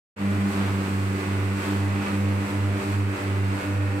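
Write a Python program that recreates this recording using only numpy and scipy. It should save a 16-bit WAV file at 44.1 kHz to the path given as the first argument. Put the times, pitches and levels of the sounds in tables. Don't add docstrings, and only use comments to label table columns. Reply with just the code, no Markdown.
import sys
import numpy as np
from scipy import signal
from scipy.fft import rfft, irfft
from scipy.io import wavfile
from scipy.ndimage import uniform_filter1d, map_coordinates

SR = 44100
rng = np.random.default_rng(int(sys.argv[2]) if len(sys.argv) > 2 else 0)


def file_out(sig):
    cols = np.atleast_2d(sig).T
    lim = np.clip(cols, -1, 1)
    pcm = np.round(lim * 32767).astype(np.int16)
    wavfile.write(sys.argv[1], SR, pcm)


N = 176400
T = np.arange(N) / SR

NEAR_HZ, BLOWER_HZ, FIRING_HZ = 97.53, 91.52, 29.75
OPPOSED_S = 1.22

# time in seconds, rate in Hz.
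FAR_SPEED = [(0.34, 100.41), (1.04, 100.41), (1.44, 99.88), (2.3, 99.88), (2.67, 100.68), (3.0, 100.41),
             (3.4, 99.88), (3.82, 99.93)]
# time in seconds, level in dB.
FAR_FUNDAMENTAL = [(.3, -32), (.9, -35), (1.25, -32), (1.7, -31.5), (2.5, -27.5), (3.1, -27), (4, -29.5)]
# time in seconds, second and third harmonic levels in dB.
FAR_OVERTONES = [(.5, -25, -36.5), (.9, -44, -49), (1.35, -39, -62), (1.7, -30, -30.5), (1.95, -31, -39),
                 (2.25, -26.5, -37.5), (2.55, -33.5, -37.5), (3, -33, -36.5), (3.38, -46, -49.5),
                 (3.7, -41, -36)]
# time in seconds, level in dB.
NEAR_OVERTONE = [(.45, -29.5), (.9, -29.5), (1.3, -34.5), (1.9, -39.5), (2.55, -55), (3, -52), (3.4, -32.5),
                 (3.9, -46)]
# nominal frequency in Hz, relative level in dB.
NEAR_RING = [(390, -43.5), (490, -54), (700, -68), (1500, -53.5), (3000, -78)]
FAR_RING = [(400, -54.5), (500, -45.5), (600, -47.5), (690, -53)]
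FAR_BUZZ = [(700, -60), (850, -51), (1200, -59.5), (2000, -60.5), (3000, -71.5)]
# time in seconds, ring gain in dB, buzz gain in dB.
FAR_STEEL_GAIN = [(.3, 3, 7), (1.1, -13, -3.5), (1.9, 1, 5.5), (2.4, 4, 5.5), (2.8, -2.5, 0),
                  (3.2, -2, 0.5), (3.7, 1, 4.5)]
# frequency in Hz, relative level in dB.
WHINE_SPECTRUM = [(366, -45), (457, -50.5), (640, -50), (900, -60.5), (1007, -46), (1120, -53.5),
                  (1464, -52), (1830, -52.5), (2013, -52), (2562, -53), (2900, -63)]
EXHAUST_SPECTRUM = [(30, -73), (60, -58), (120, -67), (150, -53), (210, -55), (270, -55.5), (330, -65),
                    (390, -50.5), (416, -54), (476, -50), (530, -67), (900, -63)]
# frequency in Hz, relative density in dB.
RATTLE_SPECTRUM = [(20, -11), (45, -12), (90, -3.5), (160, 1.5), (300, 4), (450, -3), (700, -1.5),
                   (1200, 0), (1700, -4), (2500, -6), (3300, -12.5), (5000, -22.5), (15000, -61)]
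HISS_SPECTRUM = [(500, -25), (2500, -5), (3500, -3.5), (4400, 1), (5200, -4), (6800, -4), (8200, 1),
                 (9300, -7), (11500, -8), (13000, -9.5), (15500, -16)]
# time in seconds, gain in dB.
PELLET_GAIN = [(.2, 1), (.4, 0), (.57, 3.5), (.75, 1), (.87, 1), (1.1, .5), (1.25, 0.5), (1.5, -.5),
               (1.68, 3.5), (1.95, -0.5), (2.12, 2), (2.35, -0.5), (2.52, 0.5), (2.72, -1), (2.93, 2.5),
               (3.06, -3), (3.22, 0), (3.4, -1.5), (3.65, -0.5), (3.85, -3)]
# frequency in Hz, left minus right level in dB.
PORT_BALANCE = [(100, -1.9), (200, -.5), (380, -1.5), (700, 0), (1290, -1), (2380, -4), (4400, -1),
                (8000, 2), (12000, 0)]
# frequency in Hz, lag in seconds.
PORT_LAG = [(100, .00035), (250, .0002), (600, .00023), (1200, .00036)]


def undb(db):
    return 10 ** (np.asarray(db) / 20)


def curve(rows, column=1):
    rows = np.array(rows)
    return np.interp(T, rows[:, 0], rows[:, column])


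def at(spectrum, hz):
    spectrum = np.array(spectrum)
    return np.interp(np.log(np.maximum(hz, 1)), np.log(spectrum[:, 0]), spectrum[:, 1])


def wander(per_s):
    knots = rng.standard_normal(256)
    return np.interp(T, T[::128], map_coordinates(knots, [T[::128] * per_s + 2], mode="wrap"))


def colour(x, spectrum, rms_db):
    shaped = irfft(rfft(x) * undb(at(spectrum, np.fft.rfftfreq(N, 1 / SR))), N)
    return shaped * undb(rms_db) / shaped.std()


def turns(hz):
    count = np.cumsum(hz) / SR
    return count - np.interp(OPPOSED_S, T, count)


def harmonics(turn, hz, spectrum, fading, fades_per_s, odd_db=0, lowest=1):
    paths, fundamental = np.zeros((2, N)), np.exp(2j * np.pi * turn)
    wave = fundamental ** (lowest - 1)
    chance = rng.standard_normal((48, 2, 2, 64))
    steady = np.exp(2j * np.pi * rng.random((48, 2, 1)))
    for k in range(lowest, min(int(spectrum[-1][0] / hz) + 1, 48)):
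        wave = wave * fundamental
        drift = signal.resample(chance[k, :, 0] + 1j * chance[k, :, 1], 512, axis=1)
        level = undb(at(spectrum, k * hz) + odd_db * (k % 2))
        gains = level * (steady[k] + fading * drift / np.sqrt(2)) * np.sqrt(2 / (1 + fading ** 2))
        for path, gain in zip(paths, gains):
            stepped = np.interp(T[::45] * fades_per_s, np.arange(512) / 8, gain)
            path += (np.repeat(stepped, 45) * wave).real
    return paths


def plate_drone(near, far):
    near_db = [-27.5, curve(NEAR_OVERTONE), -36]
    far_db = [curve(FAR_FUNDAMENTAL), curve(FAR_OVERTONES), curve(FAR_OVERTONES, column=2)]
    drone = np.zeros(N)
    for k in (1, 2, 3):
        drone += undb(near_db[k - 1]) * np.cos(2 * np.pi * k * near)
        drone -= undb(far_db[k - 1]) * np.cos(2 * np.pi * k * far)
    return np.sqrt(2) * drone * undb(0.3 * wander(24.9))


def steel_ring(near, far):
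    near_ring = harmonics(near, NEAR_HZ, NEAR_RING, fading=0.83, fades_per_s=3.91, lowest=4)
    far_ring = harmonics(far, NEAR_HZ, FAR_RING, fading=0.66, fades_per_s=5.007, lowest=4)
    far_buzz = harmonics(far, NEAR_HZ, FAR_BUZZ, fading=0.55, fades_per_s=3.99, lowest=8)
    ring_gain, buzz_gain = undb(curve(FAR_STEEL_GAIN)), undb(curve(FAR_STEEL_GAIN, column=2))
    return near_ring + ring_gain * far_ring + buzz_gain * far_buzz


def blower_whine(rotor):
    return harmonics(rotor, BLOWER_HZ, WHINE_SPECTRUM, fading=0.52, fades_per_s=3, odd_db=-4, lowest=4)


def engine_exhaust(firings, db_per_s=-0.7):
    hum = harmonics(firings, FIRING_HZ, EXHAUST_SPECTRUM, fading=0.3, fades_per_s=2.96)
    return undb(db_per_s * (T - T.mean())) * hum


def bursts(turn, decay_cycles, smear_s=.0012):
    return uniform_filter1d(np.exp(-(turn % 1) / decay_cycles), int(smear_s * SR) + 1)


def pulsation(near, far, rotor, depth=0.56):
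    far_blows = bursts(far, 0.66) * undb(2 * wander(50))
    blows = far_blows + .5 * bursts(near, 0.067) + 0.77 * bursts(2 * rotor, 0.58)
    return 1 + depth * (blows / blows.mean() - 1)


def pellet_rattle(pulse):
    noise = rng.standard_normal((2, N)) * pulse * undb(wander(9.62))
    return colour(noise, RATTLE_SPECTRUM, -35)


def hose_hiss(pulse, ticks_per_s=1000, spread_db=2):
    air = rng.standard_normal((2, N)) * (1 + .25 * (pulse - 1)) * undb(0.2 * wander(5.1))
    impacts = rng.random((2, N)) < ticks_per_s / SR
    strength = undb(spread_db * rng.exponential(size=(2, N)))
    ticks = impacts * strength * rng.choice([-1, 1], (2, N))
    return colour(air, HISS_SPECTRUM, -47) + colour(ticks, HISS_SPECTRUM, -55.5)


def microphone_ports(paths, bass, diffuse_hz=680, direct_share=0.15):
    hz = np.fft.rfftfreq(N, 1 / SR)
    direct = direct_share / np.hypot(1, hz / 3000)
    coherence = np.maximum(.98 / (1 + (hz / diffuse_hz) ** 6), direct)
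    mid = rfft(paths[0]) * np.sqrt((1 + coherence) / 2) + rfft(bass)
    side = rfft(paths[1]) * np.sqrt((1 - coherence) / 2)
    pan = undb(at(PORT_BALANCE, hz) / 2)
    delay = np.exp(-2j * np.pi * hz * at(PORT_LAG, hz))
    return irfft(np.array([(mid + side) * pan * delay, (mid - side) / pan]), N)


def scene():
    near = turns(NEAR_HZ * (1 + 0.0012 * wander(14)))
    far = turns(curve(FAR_SPEED) * (1 + .001 * wander(14)))
    rotor = turns(BLOWER_HZ * (1 + 0.000992 * wander(3.047)))
    firings = turns(FIRING_HZ * (1 + 0.0023 * wander(4.13)))
    tones = steel_ring(near, far) + blower_whine(rotor) + engine_exhaust(firings)
    pulse = pulsation(near, far, rotor)
    pellets = undb(curve(PELLET_GAIN)) * (pellet_rattle(pulse) + hose_hiss(pulse))
    return microphone_ports(tones + pellets, plate_drone(near, far))


def record(dry):
    target_db, ratio, window_s = -26, 1.48, 0.071
    start_s, fade_s, top_hz = 0.16, 0.05, 15720
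    power = uniform_filter1d((dry ** 2).mean(0), int(window_s * SR) + 1)
    gain = (undb(target_db) / np.sqrt(power)) ** (1 - 1 / ratio)
    fade = 1 - np.exp(-np.maximum(T - start_s, 0) / fade_s)
    lowpass = signal.ellip(10, .2, 80, top_hz, fs=SR, output="sos")
    return signal.sosfilt(lowpass, dry * gain * fade)


dry = scene()
out = record(dry)
file_out(out)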